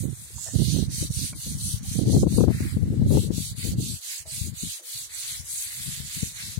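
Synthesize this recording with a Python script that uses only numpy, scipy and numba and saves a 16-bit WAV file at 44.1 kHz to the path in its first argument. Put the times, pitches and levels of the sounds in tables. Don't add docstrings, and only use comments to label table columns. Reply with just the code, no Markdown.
import sys
import numpy as np
from scipy import signal
from scipy.fft import rfft, irfft
from scipy.io import wavfile
from scipy.ndimage import uniform_filter1d, minimum_filter1d
from numba import njit

SR = 44100
rng = np.random.default_rng(int(sys.argv[2]) if len(sys.argv) > 2 else 0)


def wav_out(sig):
    wavfile.write(sys.argv[1], SR, np.round(np.clip(np.atleast_2d(sig).T, -1, 1) * 32767).astype(np.int16))


def invert_db(x):
    u = np.asarray(x, float) / 20
    return 10 ** u


N = 290697


def unit(x):
    return x / np.sqrt(np.mean(x ** 2))


def curve(table):
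    s, *columns = np.transpose(table)
    return [np.interp(np.arange(N) / SR, s, c) for c in columns]


@njit
def svf(x, hz, damp):
    low, band, b, l = np.empty(len(x)), np.empty(len(x)), 0., 0.
    for i in range(len(x)):
        g = np.tan(np.pi * hz[i] / SR)
        v = (b + g * (x[i] - l)) / (1 + g * (g + damp))
        low[i], band[i] = l + g * v, damp * v
        b, l = 2 * v - b, l + 2 * g * v
    return low, band


def walk(rate):
    k = int(SR / rate)
    held = np.repeat(rng.standard_normal(N // k + 1), k)
    return 1.3 * uniform_filter1d(uniform_filter1d(held, k), k)[:N]


def add(track, sound, s):
    i = max(int(s * SR), 0)
    track[i:i + len(sound)] += sound[:N - i]


def slips():
    clicks = rng.standard_normal(N) * invert_db(1.59 * rng.exponential(size=N))
    return unit(clicks * invert_db(1.5 * walk(400) + 2.0 * walk(40)))


LIFTED_DB = -62.5
STROKE_FLATNESS = .9
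SCRAPE_HZ, SCRAPE_SAG_DB_PER_DB = 2214, 0.09
# start_s, length_s, rasp_db, brightness_db, scrape_db
STROKES = [(-.2, 0.29, -52.5, 12, -60), (0.004, 0.47, -58, 10.5, -67.5), (0.51, 0.37, -40, -1.5, -54),
           (0.889, 0.21, -41, 1.5, -51.5), (1.091, 0.25, -41.5, 3, -51), (1.338, 0.25, -44.5, 4, -59.5),
           (1.561, 0.24, -42, 4.5, -61), (1.817, .24, -43.5, 2.5, -58.5), (2.04, 0.22, -45, 2.5, -57),
           (2.262, 0.21, -45.5, 1.5, -57.5), (2.458, 0.34, -52, 5.5, -48.5), (3.057, 0.24, -45, 2.5, -56),
           (3.305, 0.24, -41.5, 1, -55.5), (3.552, 0.2, -41.5, 2, -51.5), (3.763, 0.25, -43, 2.5, -62.5),
           (3.994, 0.25, -43.5, 3, -50.5), (4.252, 0.27, -43, 3, -55), (4.532, 0.29, -41.5, 1.5, -53),
           (4.815, .28, -44, 5, -54), (5.08, 0.37, -42, 3.5, -47.5), (5.426, .3, -44.5, 8, -52.5),
           (5.576, 0.55, -43, 2.5, -48), (6.026, 0.33, -43, 3, -50.5), (6.31, 0.29, -43.5, 0, -48)]


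def arm():
    t = np.arange(0, N, 64) / SR
    start, length, rasp_db, bright_db, scrape_db = np.transpose(STROKES)[:, :, None]
    speed = np.sin(np.pi * np.clip((t - start) / length, 0, 1)) ** STROKE_FLATNESS
    rasp_power = (invert_db(rasp_db) * speed) ** 2
    scrape_power = (invert_db(scrape_db) * speed) ** 2
    lifted_power = invert_db(2 * LIFTED_DB)
    rasp_sum = rasp_power.sum(axis=0) + lifted_power
    scrape_sum = scrape_power.sum(axis=0) + lifted_power / 10

    def mean(column):
        return (rasp_power * column).sum(axis=0) / rasp_sum

    scrape_hz = SCRAPE_HZ * invert_db(-SCRAPE_SAG_DB_PER_DB * mean(scrape_db - rasp_db + 9.5))
    controls = (10 * np.log10(rasp_sum), mean(bright_db), 10 * np.log10(scrape_sum), scrape_hz)
    return [np.interp(np.arange(N) / SR, t, c) for c in controls]


LAG_SAMPLES = 9
SHADOW_DEPTH = 0.25
SCRAPE_DAMP, SCRAPE_CATCH_DB = 0.4, 3
# time_s, turn (0 facing, 1 turned)
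TURN = [(0, 0.57), (.45, 0.93), (.58, 0.16), (1.2, .0), (2.2, 0.33), (2.7, 0.9), (3.4, 0.73), (4.2, 0.93),
        (5.0, 0.62), (5.6, 0.82), (6.59, 0.8)]
# facing_hz, turned_hz, width_hz, facing_db, turned_db
LEFT_PORT = [(3189, 2700, 770, -11, -10), (4364, 3980, 1350, -3.5, -3.5), (6530, 5100, 1270, -11.5, -3),
             (7760, 7560, 1230, -5.5, -7), (9310, 9440, 3020, 0.5, -3.5), (11630, 10740, 3400, -10.5, -3),
             (14150, 14400, 5200, -13, -11)]
RIGHT_PORT = [(3310, 3300, 800, -9.5, -8), (4300, 4300, 1320, -0.5, -3), (5970, 6880, 1850, 1.5, -1.5),
              (8100, 8040, 1200, -9, 0), (9210, 9170, 2600, 0, -7), (12900, 12300, 4200, -17, -8.5),
              (14300, 15100, 5700, -11, -13.5)]
# facing_hz, turned_hz, width_hz
SHADOW = [
    (5400, 6700, 700),
    (5150, 5300, 350),
]
PORT_DB = [18.5, 18.5]


def scrub():
    rasp_db, bright_db, scrape_db, scrape_hz = arm()
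    turn = np.clip(curve(TURN)[0], 0, 1)
    shared = slips()
    out = []
    for side, port in enumerate((LEFT_PORT, RIGHT_PORT)):
        own = slips()
        near = np.roll(shared, LAG_SAMPLES * side)
        low = .72 * near + .7 * own
        rasp = 0
        for hz0, hz1, width, db0, db1 in port:
            hz = hz0 + turn * (hz1 - hz0) + 110 * walk(5)
            tufts = np.roll(low if hz0 < 5000 else own, int(2 * hz0))
            ring = svf(tufts, hz, width / hz0)[1]
            ring = svf(ring, hz, 1.8 * width / hz0)[1]
            treble_share = np.clip((hz - 5500) / 2000, 0, 1)
            db = db0 + turn * (db1 - db0) + (bright_db - 2.0) * treble_share
            rasp = rasp + invert_db(db + 1.3 * walk(11)) * ring
        hz0, hz1, width = SHADOW[side]
        shadow_hz = hz0 + turn * (hz1 - hz0) + 120 * walk(5)
        rasp = rasp - SHADOW_DEPTH * svf(rasp, shadow_hz, width / hz0)[1]
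        scrape = svf(svf(low, scrape_hz, SCRAPE_DAMP)[1], scrape_hz, 1.1)[1]
        scrape_gain = invert_db(scrape_db + 2.5 + SCRAPE_CATCH_DB * walk(12))
        out.append(invert_db(rasp_db + PORT_DB[side]) * rasp + scrape_gain * unit(scrape))
    return np.array(out)


GUST_RISE_DB_PER_S, GUST_FALL_DB_PER_S = 899.5, 500


def gusts(table):
    t = np.arange(N) / SR
    levels = []
    for s, length, db in table:
        rise_db = GUST_RISE_DB_PER_S * (s - t).clip(0)
        fall_db = GUST_FALL_DB_PER_S * (t - s - length).clip(0)
        levels.append(db - rise_db - fall_db)
    return uniform_filter1d(np.max(levels, axis=0).clip(-110, 0), size=900)


STRAY_DB, STRAY_SCATTER_DB = 5, 2.5
STRAY_CRACKLE_DB, STRAY_SHARPEN = -13, 1


def strays(db, count=60):
    s = rng.random(count) * (N - 1) / SR
    air_db = db[(s * SR).astype(int)]
    thump_db = air_db + STRAY_DB + STRAY_SCATTER_DB * rng.standard_normal(count)
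    return list(zip(s, thump_db, thump_db + STRAY_CRACKLE_DB + STRAY_SHARPEN * (air_db + 18.5)))


STILL_DB = -64
HUM_DB = -69.5
CRACKLE_RISE_S, CRACKLE_FALL_S = 0.0044, 0.01
# start_s, length_s, level_db
LEFT_GUSTS = [(-.1, 0.84, -54.5), (0.846, 0.29, -38.5), (1.28, 0.089, -43), (1.444, 0.44, -36.5),
              (1.87, 0.12, -46), (2.071, .22, -16), (2.307, .05, -19.5), (2.38, .12, -13.5),
              (2.536, 0.13, -27), (2.75, .1, -27.5), (2.871, 0.072, -29), (2.969, .24, -19),
              (3.234, 0.19, -26), (3.4, .2, -36), (3.636, 0.193, -28), (3.846, 0.093, -32.5),
              (4.212, .2, -42), (4.379, 0.15, -32.5), (4.622, 0.059, -39), (4.943, 0.018, -43.5),
              (5.277, 0.21, -48.5), (5.48, .27, -57.5), (5.79, 0.2, -36.5), (6.023, 0.25, -41),
              (6.313, .4, -47.5)]
RIGHT_GUSTS = [(-.1, 0.22, -30.5), (.14, 0.16, -49.5), (.32, 0.049, -38.5), (.39, .13, -52.5),
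               (.47, .07, -43.5), (0.548, .17, -22.5), (.72, 0.1, -19.5), (.86, .12, -32.5),
               (.97, 0.28, -31.5), (1.26, 0.15, -45.5), (1.46, 0.21, -36.5), (1.72, 0.24, -41.5),
               (1.95, 0.32, -24), (2.35, 0.17, -32.5), (2.55, 0.36, -28.5), (2.95, .25, -28),
               (3.2, 0.27, -40), (3.45, .21, -50), (3.7, 0.12, -28), (3.94, 0.03, -54.5), (4.44, 0.15, -45),
               (4.96, 1.14, -55), (6.1, .6, -50.5)]
# time_s, thump_db, crackle_db
LEFT_PUFFS = [(1.015, -17, -53.5), (1.552, -18.5, -49.5), (1.742, -15, -51.5), (1.916, -20.5, -46.5),
              (2.098, -17, -28.5), (2.166, -6, -21), (2.234, -18, -18.5), (2.269, -7.5, -21),
              (2.324, -16, -32), (2.408, -8, -15.5), (2.439, -21, -14.5), (2.482, -3.5, -15.5),
              (2.607, -17, -34), (2.769, -9.5, -31), (2.827, -11.5, -47), (2.905, -13, -43),
              (2.996, -11, -38), (3.024, -10, -33), (3.068, -22, -36), (3.11, -12.5, -23),
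              (3.172, -25, -15), (3.306, -13.5, -28.5), (3.689, -13, -55), (3.787, -16, -38.5),
              (4.416, -17.5, -53), (4.636, -22, -44.5), (5.399, -28, -69), (6.003, -25.5, -55),
              (6.231, -13, -38.5), (6.578, -15.5, -48)]
RIGHT_PUFFS = [(0.055, -16.5, -36), (0.366, -27.5, -65), (0.561, -6.5, -37), (0.62, -11, -30.5),
               (0.698, -22, -43), (0.744, -14, -38), (0.788, -21, -28.5), (0.827, -11, -32.5),
               (0.882, -19, -51), (1.028, -21.5, -32.5), (1.106, -17, -47.5), (1.173, -18.5, -55),
               (1.239, -21, -51), (1.643, -23, -62), (1.885, -20, -63.5), (1.99, -10.5, -26),
               (2.035, -13, -36), (2.131, -21, -44), (2.22, -13, -38), (2.341, -16, -39), (2.414, -17, -38),
               (2.548, -16, -42.5), (2.622, -19, -46), (2.725, -23, -52), (2.879, -19, -44),
               (3.061, -8, -35.5), (3.151, -10.5, -46), (3.29, -23, -48), (3.517, -23.5, -58.5),
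               (3.736, -19, -38)]
REACH_HZ = [164.3, 135]


def wind():
    out, t = np.zeros((2, N)), np.arange(-900, 900) / SR
    crackle_filter = signal.butter(3, [200, 520], "band", fs=SR)
    crackle_shape = np.exp(-(t / np.where(t < 0, CRACKLE_RISE_S, CRACKLE_FALL_S)) ** 2)
    hum_hz, body_hz = np.full(N, 330.), np.full(N, 110.)
    air_levels = (gusts(LEFT_GUSTS), gusts(RIGHT_GUSTS))
    for track, base_hz, db, puffs in zip(out, REACH_HZ, air_levels, (LEFT_PUFFS, RIGHT_PUFFS)):
        lumps_db = 2.1 * walk(25) + 2.46 * walk(80)
        reach_hz = base_hz * invert_db(0.28 * (db + 38.0 + 3.07 * lumps_db).clip(-25, 30))
        eddies = svf(rng.standard_normal(N), reach_hz, 2.83)[0]
        eddies = svf(eddies, 1.215 * reach_hz, 0.68)[0]
        eddies = unit(svf(eddies * np.sqrt(150 / reach_hz), body_hz, 1.0)[1])
        open_share = 1 / (1 + np.exp(-(db - STILL_DB) / 1.5))
        hum = svf(rng.standard_normal(N), hum_hz, 0.46)[0]
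        hum = unit(svf(hum, hum_hz, 0.46)[0])
        track += open_share * (invert_db(db + 2 + lumps_db) * eddies + invert_db(HUM_DB) * hum)
        for s, thump_db, crackle_db in list(puffs) + strays(db):
            hz = 165 * invert_db(0.33 * (crackle_db - thump_db + 18.5))
            thump = np.exp(-(t * hz / 0.33) ** 2) * np.sin(2 * np.pi * (hz * t + rng.random()))
            grain = unit(signal.lfilter(*crackle_filter, rng.standard_normal(len(t))))
            puff = invert_db(thump_db + 6.0) * thump + invert_db(crackle_db + 1.5) * crackle_shape * grain
            add(track, puff, s - 900 / SR)
    return signal.sosfilt(signal.butter(3, 65, "high", fs=SR, output="sos"), out)


AIR_DB, AIR_SWELL_DB = -60.5, 1.2
# pitch_hz, density_db
AIR = [(380, -21), (430, -0.5), (700, -1), (1200, 1), (2000, 4), (4000, -16.5), (6000, -1.5), (9000, -44),
       (15500, -17.5)]


def air():
    hz = np.maximum(np.arange(N // 2 + 1) * SR / N, 1)
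    colour_hz, colour_db = np.transpose(AIR)
    colour = invert_db(np.interp(np.log(hz), np.log(colour_hz), colour_db, left=-90))
    alike = np.clip(400 / hz, 0, .7)
    mid, left, right = rfft(rng.standard_normal((3, N)))
    apart = np.sqrt(1 - alike ** 2) * np.array([left, right])
    hiss = irfft(colour * (alike * mid + apart), N)
    return invert_db(AIR_DB + AIR_SWELL_DB * walk(3.11)) * unit(hiss)


# time_s, peak_db, pitch_hz, t60_s
KNOCKS = [(.302, -41, 397, 0.021), (0.382, -44, 950, 0.044), (.462, -41.5, 658, 0.14),
          (0.468, -46.5, 1800, 0.22), (.487, -38.5, 630, 0.03), (1.327, -43, 1430, 0.049),
          (1.33, -44, 593, 0.038), (1.332, -48, 1060, 0.068), (1.333, -43.5, 2290, 0.055),
          (1.845, -55.5, 783, 0.16), (3.005, -52, 6140, 0.0068), (4.255, -46, 640, 0.21),
          (4.795, -52.5, 620, 0.12), (4.802, -53.5, 345, 0.13), (4.82, -54.5, 493, 0.21)]


def knocks():
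    out, t = np.zeros(N), np.arange(6000) / SR
    for s, db, hz, t60 in KNOCKS:
        roughness = 1 + 6.1 * uniform_filter1d(rng.standard_normal(len(t)), size=90)
        ring = np.sin(2 * np.pi * hz * t) * roughness
        add(out, invert_db(db - 60 * t / t60) * np.minimum(t / 0.001, 1) * ring, s)
    return signal.sosfilt(signal.butter(4, 260, "high", fs=SR, output="sos"), out)


SWISH_S, SWISH_HALF_S = .46, .11
# left_db, right_db, pitch_hz
SWISH = (-38.5, -32.5, 7260)


def swish():
    left_db, right_db, hz = SWISH
    speed = np.exp(-((np.arange(N) / SR - SWISH_S) / SWISH_HALF_S) ** 4)
    out = []
    for db in (left_db, right_db):
        hiss = svf(slips(), np.full(N, 1. * hz), 0.28)[1]
        out.append(invert_db(db) * speed * unit(hiss))
    return np.array(out)


def scene():
    return scrub() + wind() + air() + knocks() + swish()


def dropouts(x):
    hz, _, z = signal.stft(x, SR, nperseg=2048, noverlap=1536)
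    power = np.abs(z[:, :1024]) ** 2 * (hz[:1024] > 900)[:, None]
    band_hz = hz[:1024:8]
    bands = power.reshape(2, 128, 8, -1).mean(axis=(0, 2))[None]
    bands = uniform_filter1d(bands, size=3, axis=2)
    mask = uniform_filter1d(bands, size=15, axis=1)
    need_db = 7 * uniform_filter1d(rng.standard_normal(bands.shape), size=5, axis=2)
    margin_db = np.interp(band_hz, [1000, 2400, 5500, 7500, 10500, 12500, 15500],
                          [-10, -6.5, -4.5, -8.5, -6, -3.5, -4.5])
    weak = bands < mask * invert_db(2 * (margin_db[:, None] + need_db))
    drop = weak & (band_hz > 1100)[:, None]
    keep = minimum_filter1d(1. * ~drop, size=4, axis=2)
    z[:, :1024] *= keep.repeat(8, axis=1)
    return signal.istft(z, nperseg=2048, noverlap=1536)[1][:, :N]


def low_pass(x):
    return signal.sosfilt(signal.butter(12, 16470, fs=SR, output="sos"), x)


TOP_HZ = 15850


def record(dry):
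    rounded = np.tanh(1.49 * dry) / 1.599
    top = signal.ellip(10, .2, 80, TOP_HZ, fs=SR, output="sos")
    mix = signal.sosfilt(top, dropouts(rounded))
    return low_pass(mix)


dry = scene()
out = record(dry)
wav_out(out)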